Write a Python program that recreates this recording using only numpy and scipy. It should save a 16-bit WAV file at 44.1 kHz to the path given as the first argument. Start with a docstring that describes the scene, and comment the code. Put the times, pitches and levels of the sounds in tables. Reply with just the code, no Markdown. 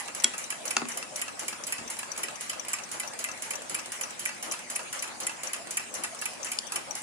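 """A watchmaker's bench in a small quiet room: watches and clocks tick throughout, each at its own pace.
Their beats are noise bursts through resonant bodies; soft air noise, a rustle and mains hum lie underneath.
Early on a hand puller snaps a hand off a pocket watch and then knocks on the case, ringing damped modes.
About a second later a hand thuds softly on the bench; near the end the puller clinks once more."""
import sys
import numpy as np
from scipy import signal
from scipy.fft import rfft, irfft, next_fast_len
from scipy.io import wavfile
from scipy.ndimage import uniform_filter1d

SR = 44100
rng = np.random.default_rng(int(sys.argv[2]) if len(sys.argv) > 2 else 0)


def store_pcm(level_fs):
    """Save levels as 16-bit WAV."""
    pcm = np.round(np.clip(level_fs, -1, 1) * 32767).astype(np.int16)
    wavfile.write(sys.argv[1], SR, np.atleast_2d(pcm).T)


N = 309582
TOP_HZ = 16000  # upper band limit
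NEAR_CYCLE_S = 1.0128  # the nearest watch repeats two ticks and two tocks in this time

# broad spectrum of a sharp click under the resonances: (frequency [Hz], relative level [dB])
STEEL_CLICK = [(60, -49), (300, -16.5), (1200, 2.5), (3500, 0.5), (9000, 7.5), (14000, -23), (17000, 3)]
# broad spectrum of a duller click: (frequency [Hz], relative level [dB])
DULL_CLICK = [(60, -46), (160, -16), (300, 5), (1200, -22), (5000, 9), (10000, 4), (17000, -42)]
# resonance at a pallet stone's hard first contact: (frequency [Hz], bandwidth [Hz], relative level [dB])
PALLET = [(9900, 890, 25)]
# modes of the bench top: (frequency [Hz], relative level [dB], t60 [s])
BENCH = [(88, -23, .13), (152, -18, 0.1), (239.6, -6, 0.14), (313, -3.5, 0.027), (395, -7, 0.083),
         (557, -18, 0.073)]


def near_watch():
    """Impact excitation: a pallet stone cracks into a tick or tock, then the lever's drop rings the plate."""
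    # one cycle, tick and tock in turn: (time [s], relative level [dB])
    near_beats = [(0.2028, -26), (0.4680, -30), (0.7065, -25.5), (0.9724, -30.5)]
    # lag behind an even pace: (time [s], lateness [s])
    near_drift = [(.5, .0348), (.7, 0), (1.5, 0), (1.7, .004), (2.3, .004), (2.5, .002), (2.7, 0),
                  (6.05, 0), (6.28, -.0243), (6.54, -.0278), (6.78, -.0248)]
    # resonances of the tick: (frequency [Hz], bandwidth [Hz], relative level [dB])
    tick_ring = [(2573, 72, 15), (2750, 80, 5), (3040, 66, 12), (5000, 50, 7), (5540, 33, 15.5),
                 (6580, 87, 14.5), (6960, 100, 12.5), (7400, 50, 25), (7700, 250, 4.5), (9750, 80, 21),
                 (9720, 150, 23.5), (10500, 200, 2), (10720, 420, 14.5)]
    # resonances of the tock: (frequency [Hz], bandwidth [Hz], relative level [dB])
    tock_ring = [(2540, 35, 12), (3060, 180, 8.6), (4070, 20, 13.4), (5030, 55, 18), (5830, 29, 13.4),
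                 (6200, 100, 9.4), (7070, 97, 24), (7300, 53, 13), (7990, 43, 19.5), (9100, 14, 18.2),
                 (9900, 120, 14), (10310, 300, 22.5), (10920, 120, 14)]
    # modes of the main plate: (frequency [Hz], relative level [dB], t60 [s])
    plate = [(1200, -26, 0.11), (1470, -22, 0.047), (1953, -5, 0.02), (2017, -10, 0.035),
             (2330, -11, 0.027), (2563, -18, 0.027), (2670, -17, 0.013), (3040, -13.5, 0.017)]
    tick_drop_s, tock_drop_s = 0.0047, 0.0035  # the lever drops this long after the beat
    drop_db = 6.5  # drop above its beat
    going = accented(escapement(near_beats, NEAR_CYCLE_S, near_drift))
    ticks, tocks = going[::2], going[1::2]

    tick = strikes(beats(ticks, gain_db=1.5, t60=0.047), tick_ring, STEEL_CLICK,
                   wet_db=-1.5, pan_db=-1.5, repeat=0.37)
    tock = strikes(beats(tocks, gain_db=3.0, t60=0.057), tock_ring, STEEL_CLICK,
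                   wet_db=0.0, pan_db=-1.0, repeat=0.73)
    drops = [(s + tick_drop_s, db + drop_db, 12000) for s, db in ticks]
    drops += [(s + tock_drop_s, db + drop_db, 12000) for s, db in tocks]
    drop = impacts(drops, plate, low_hz=696, wet_db=-5.5, pan_db=-1.5, lag=8.3, spread=0.48, vary_db=4.0)
    crack = strikes(beats(going, gain_db=-1.0, t60=0.011), PALLET, DULL_CLICK,
                    wet_db=-23, pan_db=-12.0, chatter_db=-1.0)
    return tick + tock + drop + crack


def accented(going):
    """Unequal impulse: some beats (time [s], level [dB]) land harder or softer than the rest."""
    # beats that stand out: (time [s], extra level [dB])
    hard_beats = [(1.48, 2), (1.99, -2.5), (2.73, 1), (3.505, 0.5), (3.745, 0.5), (4.01, 0), (5.77, 1),
                  (6.035, 1.5)]
    reach_s = NEAR_CYCLE_S / 10
    return [(s, db + sum(extra for at, extra in hard_beats if abs(at - s) < reach_s)) for s, db in going]


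def tool():
    """Modal ringing: the puller snaps the hand free, knocks on the case and clinks; the bench is bumped."""
    # contacts as the hand lets go: (time [s], level [dB], brightness [Hz])
    snaps = [(.24275, -9.5, 9000), (.24363, -10.5, 12900), (.24439, -10, 6300)]
    # contacts as the puller knocks on the case: (time [s], level [dB], brightness [Hz])
    knocks = [(.7664, -33, 9800), (.767, -11, 5300), (.76878, -30, 30000), (.76925, -16.5, 11000),
              (.8178, -19.5, 2000), (.8255, -25, 1300), (.854, -32.5, 7000)]
    # contacts as its jaws clink: (time [s], level [dB], brightness [Hz])
    clinks = [(6.58726, -19, 7000), (6.58786, -23, 5700), (6.58865, -18, 18300), (6.58926, -27, 13200)]
    # bumps on the bench: (time [s], level [dB], brightness [Hz])
    bumps = [(.246, -32.5, 2000), (.767, -29, 1300), (.8175, -24, 1200), (.8238, -29.5, 900)]
    # modes rung by the snap: (frequency [Hz], relative level [dB], t60 [s])
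    snap_ring = [(816, -19, 0.011), (1460, -20.5, 0.058), (1980, -20, .12), (2210, -23, 0.051),
                 (2780, -7, .007), (3060, -14, 0.017), (3306, -12, 0.054), (4000, -8, 0.011),
                 (4600, -10.5, 0.009), (5240, -12, 0.0036), (5830, -6, 0.016), (6100, -8, 0.014),
                 (7040, -6, 0.011), (7250, 1.5, 0.017), (7620, 6.5, 0.0057), (9800, -3.5, .008)]
    # modes rung by the knock: (frequency [Hz], relative level [dB], t60 [s])
    knock_ring = [(555, -12.5, 0.013), (794, -4, 0.011), (1120, -12, 0.048), (1280, -14.5, 0.041),
                  (1445, -13.5, 0.038), (1900, -14.5, 0.015), (2050, -15, .06), (2610, -3, 0.019),
                  (3480, -3, 0.0044), (4720, 2, 0.0054), (5770, -8, 0.012), (6840, 1, 0.0074),
                  (9400, 4, .003)]
    # modes rung by the clink: (frequency [Hz], relative level [dB], t60 [s])
    clink_ring = [(2880, -2, 0.0055), (3400, -8, 0.0098), (4500, -0.5, 0.0083), (5250, 7, 0.0029),
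                  (6728, -10, .008), (7150, -5, .025), (8500, -1, 0.0063), (10700, -4, .003)]
    # dry crack of the hand leaving its post: (time [s], level [dB], t60 [s], brightness [Hz])
    cracks = [(.2429, -21.5, 0.029, 14000)]
    # broad spectrum of that crack: (frequency [Hz], relative level [dB])
    crack_colour = [(100, -27), (600, -5), (1800, 0), (4000, -4), (6000, 1), (8000, 2), (11000, -3),
                    (14000, -23)]

    snap = impacts(snaps, snap_ring, low_hz=910, wet_db=-15.5, pan_db=0.5, lag=0.46, room_t60=0.39)
    knock = impacts(knocks, knock_ring, low_hz=300, wet_db=-10.0, pan_db=1.5, lag=0.58, spread=0.52)
    clink = impacts(clinks, clink_ring, low_hz=2330, wet_db=-14.0, pan_db=5.5, lag=8.1, spread=0.54)
    bump = impacts(bumps, BENCH, low_hz=190, wet_db=-3, pan_db=2.0, lag=1.5, spread=0.23)
    crack = strikes(cracks, [], crack_colour, wet_db=-6, pan_db=3.0, lag=0.6)
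    return snap + crack + knock + clink + bump


def second_watch():
    """Direct-to-reverberant ratio: a thinner watch sounds further off, with more of the room on it."""
    # one cycle, tick and tock: (time [s], relative level [dB])
    second_beats = [(0.1518, -33), (0.3832, -30.5)]
    # lag behind an even pace: (time [s], lateness [s])
    second_drift = [(0, -.004), (1.2, -.003), (2.3, .004), (3.69, .007), (3.9, -.001), (4.7, .0005),
                    (4.93, -.0035), (7, 0)]
    # resonances of the tick: (frequency [Hz], bandwidth [Hz], relative level [dB])
    tick_ring = [(2150, 1500, 5.7), (2820, 41, 9.3), (3080, 37, 15.5), (4180, 25, 17.5), (4920, 58, 19),
                 (5680, 77, 14), (6400, 75, 20), (7050, 150, 23.7), (7950, 44, 27.7), (10200, 170, 25.7),
                 (10700, 430, 19.1)]
    # resonances of the tock: (frequency [Hz], bandwidth [Hz], relative level [dB])
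    tock_ring = [(2040, 230, 8.4), (2840, 72, 9.3), (3000, 45, 11.4), (5770, 50, 17), (6400, 80, 16),
                 (6740, 100, 16.5), (7000, 65, 19), (7380, 270, 18.8), (9600, 150, 21), (10250, 75, 7.1),
                 (10550, 260, 21.1)]
    going = escapement(second_beats, cycle_s=0.50528, drift=second_drift)
    tick = strikes(beats(going[::2], gain_db=3.0, t60=0.06), tick_ring, STEEL_CLICK, wet_db=5.5, pan_db=-1.5)
    tock = strikes(beats(going[1::2], gain_db=0, t60=0.055), tock_ring, STEEL_CLICK, wet_db=7.5, pan_db=-0.5)
    crack = strikes(beats(going, gain_db=-3.0, t60=0.014, delay=0.0013), PALLET, DULL_CLICK,
                    wet_db=-16, pan_db=-34.0)
    return tick + tock + crack


def dull_clock():
    """Body resonance: a hollow case takes the edge off the clock's beat."""
    # one cycle: (time [s], relative level [dB])
    dull_beats = [(0.0224, -38.5), (0.2766, -38)]
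    # lag behind an even pace: (time [s], lateness [s])
    dull_drift = [(.3, .06), (.5, 0), (6.05, 0), (6.25, -.077)]
    # resonances of the hollow case: (frequency [Hz], bandwidth [Hz], relative level [dB])
    dull_ring = [(930, 250, 13.6), (1270, 38, 22.2), (1434, 76, 15), (1685, 76, 19.7), (2670, 120, 20.9)]
    going = escapement(dull_beats, cycle_s=0.50175, drift=dull_drift)
    return strikes(beats(going, gain_db=4.5, t60=0.06), dull_ring, DULL_CLICK, wet_db=-7.0, pan_db=0.0)


def quick_clock():
    """Two-stage excitation: a small fast clock's faint woody unlocking knock comes before a thin ping."""
    # one cycle: (time [s], relative level [dB])
    quick_beats = [(0.1998, -37.5), (0.4394, -42)]
    # resonances of the ping: (frequency [Hz], bandwidth [Hz], relative level [dB])
    quick_ring = [(2340, 65, 15), (6020, 320, 22.6), (5900, 180, 23), (6670, 110, 10), (7740, 500, 1.6)]
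    # resonances of the woody knock: (frequency [Hz], bandwidth [Hz], relative level [dB])
    wood = [(535, 24, 30.6), (603, 21, 30), (692, 29, 26.7), (844, 18, 25.6), (1140, 180, 24.8)]
    going = escapement(quick_beats, cycle_s=0.4792)
    ping = strikes(beats(going, gain_db=7.5, t60=0.046), quick_ring, STEEL_CLICK, wet_db=-20, pan_db=9.0)
    unlocking = beats(going, gain_db=-13.0, t60=0.06, bright_hz=4900, delay=-0.038)
    knock = strikes(unlocking, wood, DULL_CLICK, wet_db=8.0, pan_db=-0.5)
    return ping + knock


def handling():
    """Low-frequency modal excitation: the watchmaker's hand shifts and thuds softly on the bench."""
    # soft thuds: (time [s], level [dB], brightness [Hz])
    thuds = [(1.785, -28, 105), (1.808, -32.5, 230), (1.858, -27, 90)]
    return impacts(thuds, BENCH, low_hz=75, wet_db=-9, pan_db=1.5, lag=1.5, spread=0.25)


def far_clocks():
    """Reverberant transmission: one steady faint clock and stray ticks, with plenty of room echo."""
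    # one cycle of the clock across the room: (time [s], relative level [dB])
    far_beats = [(0.2215, -38), (0.462, -44)]
    # single faint bright ticks, some landing on the dull clock's first beats: (time [s], relative level [dB])
    stray_ticks = [(.057, -40), (.078, -39), (.344, -40), (1.968, -37.5), (2.309, -43), (3.858, -38),
                   (5.671, -38), (6.148, -40.5), (6.333, -42)]
    # resonances of the faint ticks: (frequency [Hz], bandwidth [Hz], relative level [dB])
    far_ring = [(650, 260, 10), (1090, 83, 2.2), (2410, 770, 8.8), (8300, 530, 4.3), (8600, 940, 9.7)]
    ticks = escapement(far_beats, cycle_s=0.4855) + stray_ticks
    return strikes(beats(ticks, gain_db=2.5, t60=0.039), far_ring, STEEL_CLICK,
                   wet_db=-2.0, pan_db=-0.5, alike=0.59)


def pendulum_clock(swell_db_per_s=0.24):
    """Case resonance and reverberation: a slow far wall clock beats softly and grows slowly louder."""
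    # one cycle: (time [s], relative level [dB])
    pendulum_beats = [(0.27, -57), (0.655, -48)]
    # resonances of the wooden case: (frequency [Hz], bandwidth [Hz], relative level [dB])
    pendulum_case = [(332, 110, 14.5), (526, 34, 18), (640, 130, 14.5), (840, 150, 15), (1310, 610, 16)]
    middle_s = N / SR / 2
    going = escapement(pendulum_beats, cycle_s=0.761)
    swings = [(s, db + swell_db_per_s * (s - middle_s)) for s, db in going]
    return strikes(beats(swings, gain_db=1.5, t60=0.15, bright_hz=2500), pendulum_case, DULL_CLICK,
                   wet_db=1.5, pan_db=3.0)


def room_floor(air_db=-45.5, shared=0.013, waver_rad=0.089):
    """Filtered noise and harmonic hum: softly mottled air under mains harmonics of unsteady phase."""
    # spectral shape of the air noise: (frequency [Hz], relative density [dB])
    air_shape = [(15, -55), (25, -24), (85, -8), (233, 1), (433, -3), (703, 0), (1240, -4.5), (1530, -3.5),
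                 (2360, -1.5), (3530, -9.5), (7500, -5.5), (10400, -9), (11800, -38), (12800, -40),
                 (13900, -34), (15500, -45)]
    # mains harmonics: (frequency [Hz], rms level [dB])
    mains = [(120, -86), (240, -68.5), (360, -71.5), (480, -71.5), (600, -71.5)]
    size, t = next_fast_len(N), np.arange(N) / SR
    hz = np.fft.rfftfreq(size, 1 / SR)
    noise = rng.standard_normal((3, size))
    pair = patchy(noise[:2] + np.sqrt(shared) * noise[2], depth_db=3.5)
    air = unit(irfft(rfft(pair) * amp(along(air_shape, hz)), size)[:, :N])
    hum = np.zeros(N)
    for mains_hz, db in mains:
        wander = np.interp(t, np.linspace(0, t[-1], 30), rng.standard_normal(30))
        hum += amp(db) * np.sqrt(2) * np.sin(2 * np.pi * mains_hz * t + waver_rad * wander)
    return amp(air_db) * air + hum


def room_rustle(level_db=-57):
    """Modulated band noise: a low, lumpy rustle whose bands come and go."""
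    # spectral shape of the rustle: (frequency [Hz], relative density [dB])
    rustle = [(200, -34), (450, -7.5), (620, -2), (900, 0.5), (1300, -11.5), (2200, -38)]
    size = next_fast_len(N)
    hz = np.fft.rfftfreq(size, 1 / SR)
    noise = rng.standard_normal((2, size)) + rng.standard_normal(size)  # partly common to both sides
    lumpy = patchy(noise, depth_db=7.0, size=1024)
    return amp(level_db) * unit(irfft(rfft(lumpy) * amp(along(rustle, hz)), size)[:, :N])


def escapement(cycle, cycle_s, drift=((0, 0),), scatter_db=0.28):
    """Quasi-periodic release: a movement repeats its cycle, early or late as it drifts, with uneven force."""
    first_s, db = np.transpose(cycle)
    turns = np.arange(-1, int(N / SR / cycle_s) + 1)
    even = (turns[:, None] * cycle_s + first_s).ravel()
    times = even + np.interp(even, *np.transpose(drift))
    levels = np.tile(db, len(turns)) + scatter_db * rng.standard_normal(len(times))
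    return [(s, level) for s, level in zip(times, levels) if s < N / SR]


def beats(rows, gain_db, t60, bright_hz=30000, delay=0):
    """Impulsive forcing: beats as blows (time [s], level [dB], t60 [s], brightness [Hz])."""
    return [(s + delay, db + gain_db, t60, bright_hz) for s, db in rows]


def strikes(rows, ring, click, wet_db, pan_db, alike=0.42, repeat=0.25, chatter_db=2.0, room_t60=0.34,
            lag=5, vary_db=1.55, bands=14, size=16384):
    """Source-filter principle: each blow's burst of tiny contacts and its echo sound through a body."""
    # colour of the echoes: (frequency [Hz], level [dB])
    room_tone = [(200, 10), (1500, 7), (3000, 2), (7000, -5.5), (10500, -7.5), (14000, -8.5)]
    t, hz = np.arange(size) / SR, np.fft.rfftfreq(size, 1 / SR)
    power = amp(2 * along(click, hz))
    for f, width_hz, db in ring:
        power = power + amp(2 * db) / (1 + ((hz ** 2 - f ** 2) / (hz * width_hz + 1)) ** 2)
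    body = causal(unit(np.sqrt(power))) * amp([[pan_db / 2], [-pan_db / 2]])
    walls = causal(amp(along(room_tone, hz)))
    # the direct sound reaches the left port lag samples later
    ports = np.exp(-2j * np.pi * hz / SR * np.array([[lag], [0]]))
    echo = amp(wet_db - 60 * t / room_t60) * (1 - np.exp(-t / 0.0073))
    # alike: power share common to both ports; repeat: power share common to all blows
    same = rng.standard_normal((5, size))  # the same parts meet and the same walls answer at every blow
    out = np.zeros((2, N))
    for s, db, t60, bright_hz in rows:
        noise = np.sqrt(repeat) * same + np.sqrt(1 - repeat) * rng.standard_normal(same.shape)
        decay = amp(-60 * t / t60) * (1 - np.exp(-t / 0.000084))
        # the parts chatter as they settle
        chatter = unit(uniform_filter1d(rng.standard_normal(size), size=24))
        bounces = decay * amp(chatter_db * chatter)
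        bounces *= np.linalg.norm(decay) / np.linalg.norm(bounces)
        burst = (np.sqrt(alike) * noise[4] + np.sqrt(1 - alike) * noise[:2]) * bounces
        tail = noise[2:4] * echo * np.sqrt(t60 / room_t60)  # the echo's energy follows the blow's
        soft = 1 / (1 + 1j * hz / bright_hz) ** 2  # a soft contact lacks treble
        # each blow favours other bands
        favour = np.interp(hz, np.linspace(0, TOP_HZ, bands), rng.standard_normal(bands))
        colour = body * soft * causal(amp(vary_db * favour))
        colour /= np.sqrt(np.mean(abs(colour) ** 2))
        add(out, s, amp(db) * irfft((rfft(burst) * ports + rfft(tail) * walls) * colour))
    return out


def impacts(rows, modes, low_hz, wet_db, pan_db, lag, spread=0.47, vary_db=1.5, room_t60=0.26, size=16384):
    """Modal superposition: clean contacts ring a body's damped modes, radiated weakly below low_hz."""
    t, hz = np.arange(size) / SR, np.fft.rfftfreq(size, 1 / SR)
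    mode_hz, mode_db, t60 = np.transpose(modes)[:, :, None]
    signs = (-1) ** np.arange(len(modes))[:, None]  # neighbouring modes swing against each other
    swings = signs * amp(mode_db - 60 * t / t60) * np.sin(2 * np.pi * mode_hz * t)
    rings = rfft(swings) * (1j * hz / (low_hz + 1j * hz)) ** 2
    # each mode meets the two ports at a different phase, spread in radians
    facing = np.exp(1j * spread * np.array([[1], [-1]]) * rng.choice([-1, 1], len(modes)))
    delays = np.exp(-2j * np.pi * hz / SR * np.array([[lag], [0]]))  # left port late by lag samples
    ports = amp([[pan_db / 2], [-pan_db / 2]]) * delays
    echo = amp(-60 * t / room_t60) * (1 - np.exp(-t / 0.0018))
    echo *= amp(wet_db) / np.linalg.norm(echo)
    fade = np.minimum(1, 2 * (1 - t / t[-1]))
    out = np.zeros((2, N))
    for s, db, bright_hz in rows:
        weights = facing * amp(vary_db * rng.standard_normal(len(modes)))
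        body = (weights[:, :, None] * rings).sum(axis=1) / (1 + 1j * hz / bright_hz) ** 2
        walls = rfft(echo * rng.standard_normal((2, size)))
        add(out, s, amp(db) * irfft(body * (ports + walls)) * fade)
    return out


def patchy(noise, depth_db, steady_hz=450, size=512):
    """Time-frequency modulation: bands swell and fade, progressively less below steady_hz."""
    hz, _, z = signal.stft(noise, SR, nperseg=size)
    field = uniform_filter1d(rng.standard_normal(z.shape[1:]), size=6, axis=0)  # across frequency
    field = uniform_filter1d(field, size=8, axis=1)  # across time
    depth = depth_db * np.minimum(1, hz / steady_hz)[:, None] ** 2
    return signal.istft(z * amp(depth * unit(field)), nperseg=size)[1][:, :noise.shape[1]]


def amp(db):
    """Logarithmic level: decibels to linear gain."""
    return 10 ** (np.asarray(db) / 20)


def unit(x):
    """Root-mean-square normalisation: scale to rms 1."""
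    return x / np.sqrt(np.mean(x ** 2) + 1e-20)


def along(points, hz):
    """Logarithmic frequency scale: interpolate points (frequency [Hz], value) on it."""
    f, v = np.transpose(points)
    return np.interp(np.log(hz + 1), np.log(f + 1), v)


def causal(gain):
    """Minimum phase: fold the cepstrum to get the causal response that has this gain."""
    cep = irfft(np.log(np.maximum(gain, 1e-6)))
    half = len(cep) // 2
    cep[1:half] *= 2
    cep[half + 1:] = 0
    return np.exp(rfft(cep))


def add(out, s, sound):
    """Linear superposition: mix a stereo sound into out at time s [s]."""
    start = round(s * SR)
    piece = sound[:, max(-start, 0):max(N - start, 0)]
    out[:, max(start, 0):][:, :piece.shape[1]] += piece


def scene():
    """Superposition of the timepieces, the tool, the hand and the room."""
    watches = near_watch() + second_watch()
    clocks = dull_clock() + quick_clock() + far_clocks() + pendulum_clock()
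    return watches + tool() + clocks + handling() + room_floor() + room_rustle()


def record(dry):
    """Saturation and band limiting: two unequal capsules round off peaks, with a dip near 12.5 kHz."""
    # capsule imbalance: (frequency [Hz], left minus right [dB])
    mic_balance = [(60, -2), (110, 1.5), (200, 1), (380, -0.5), (700, 1), (1290, 0.5), (2380, 0.5),
                   (4400, 1), (8120, 1), (15000, -2)]
    # response common to both capsules: (frequency [Hz], gain [dB])
    mic = [(10700, 2), (11200, -12), (11800, -22.5), (12500, -29), (13000, 6), (13400, 12.5), (14000, 11),
           (14700, -2), (15600, -30)]
    ceiling = 1.3  # asymptote of the rounding, full scale = 1
    size = 2 * next_fast_len(N // 2 + SR // 4)
    hz = np.fft.rfftfreq(size, 1 / SR)
    capsules = amp(along(mic_balance, hz) * np.array([[.5], [-.5]]))
    response = causal(amp(along(mic, hz))) * (hz < TOP_HZ)
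    rounded = ceiling * np.tanh(dry / ceiling)
    return irfft(rfft(rounded, size) * capsules * response, size)[:, :N]


dry = scene()
out = record(dry)
store_pcm(out)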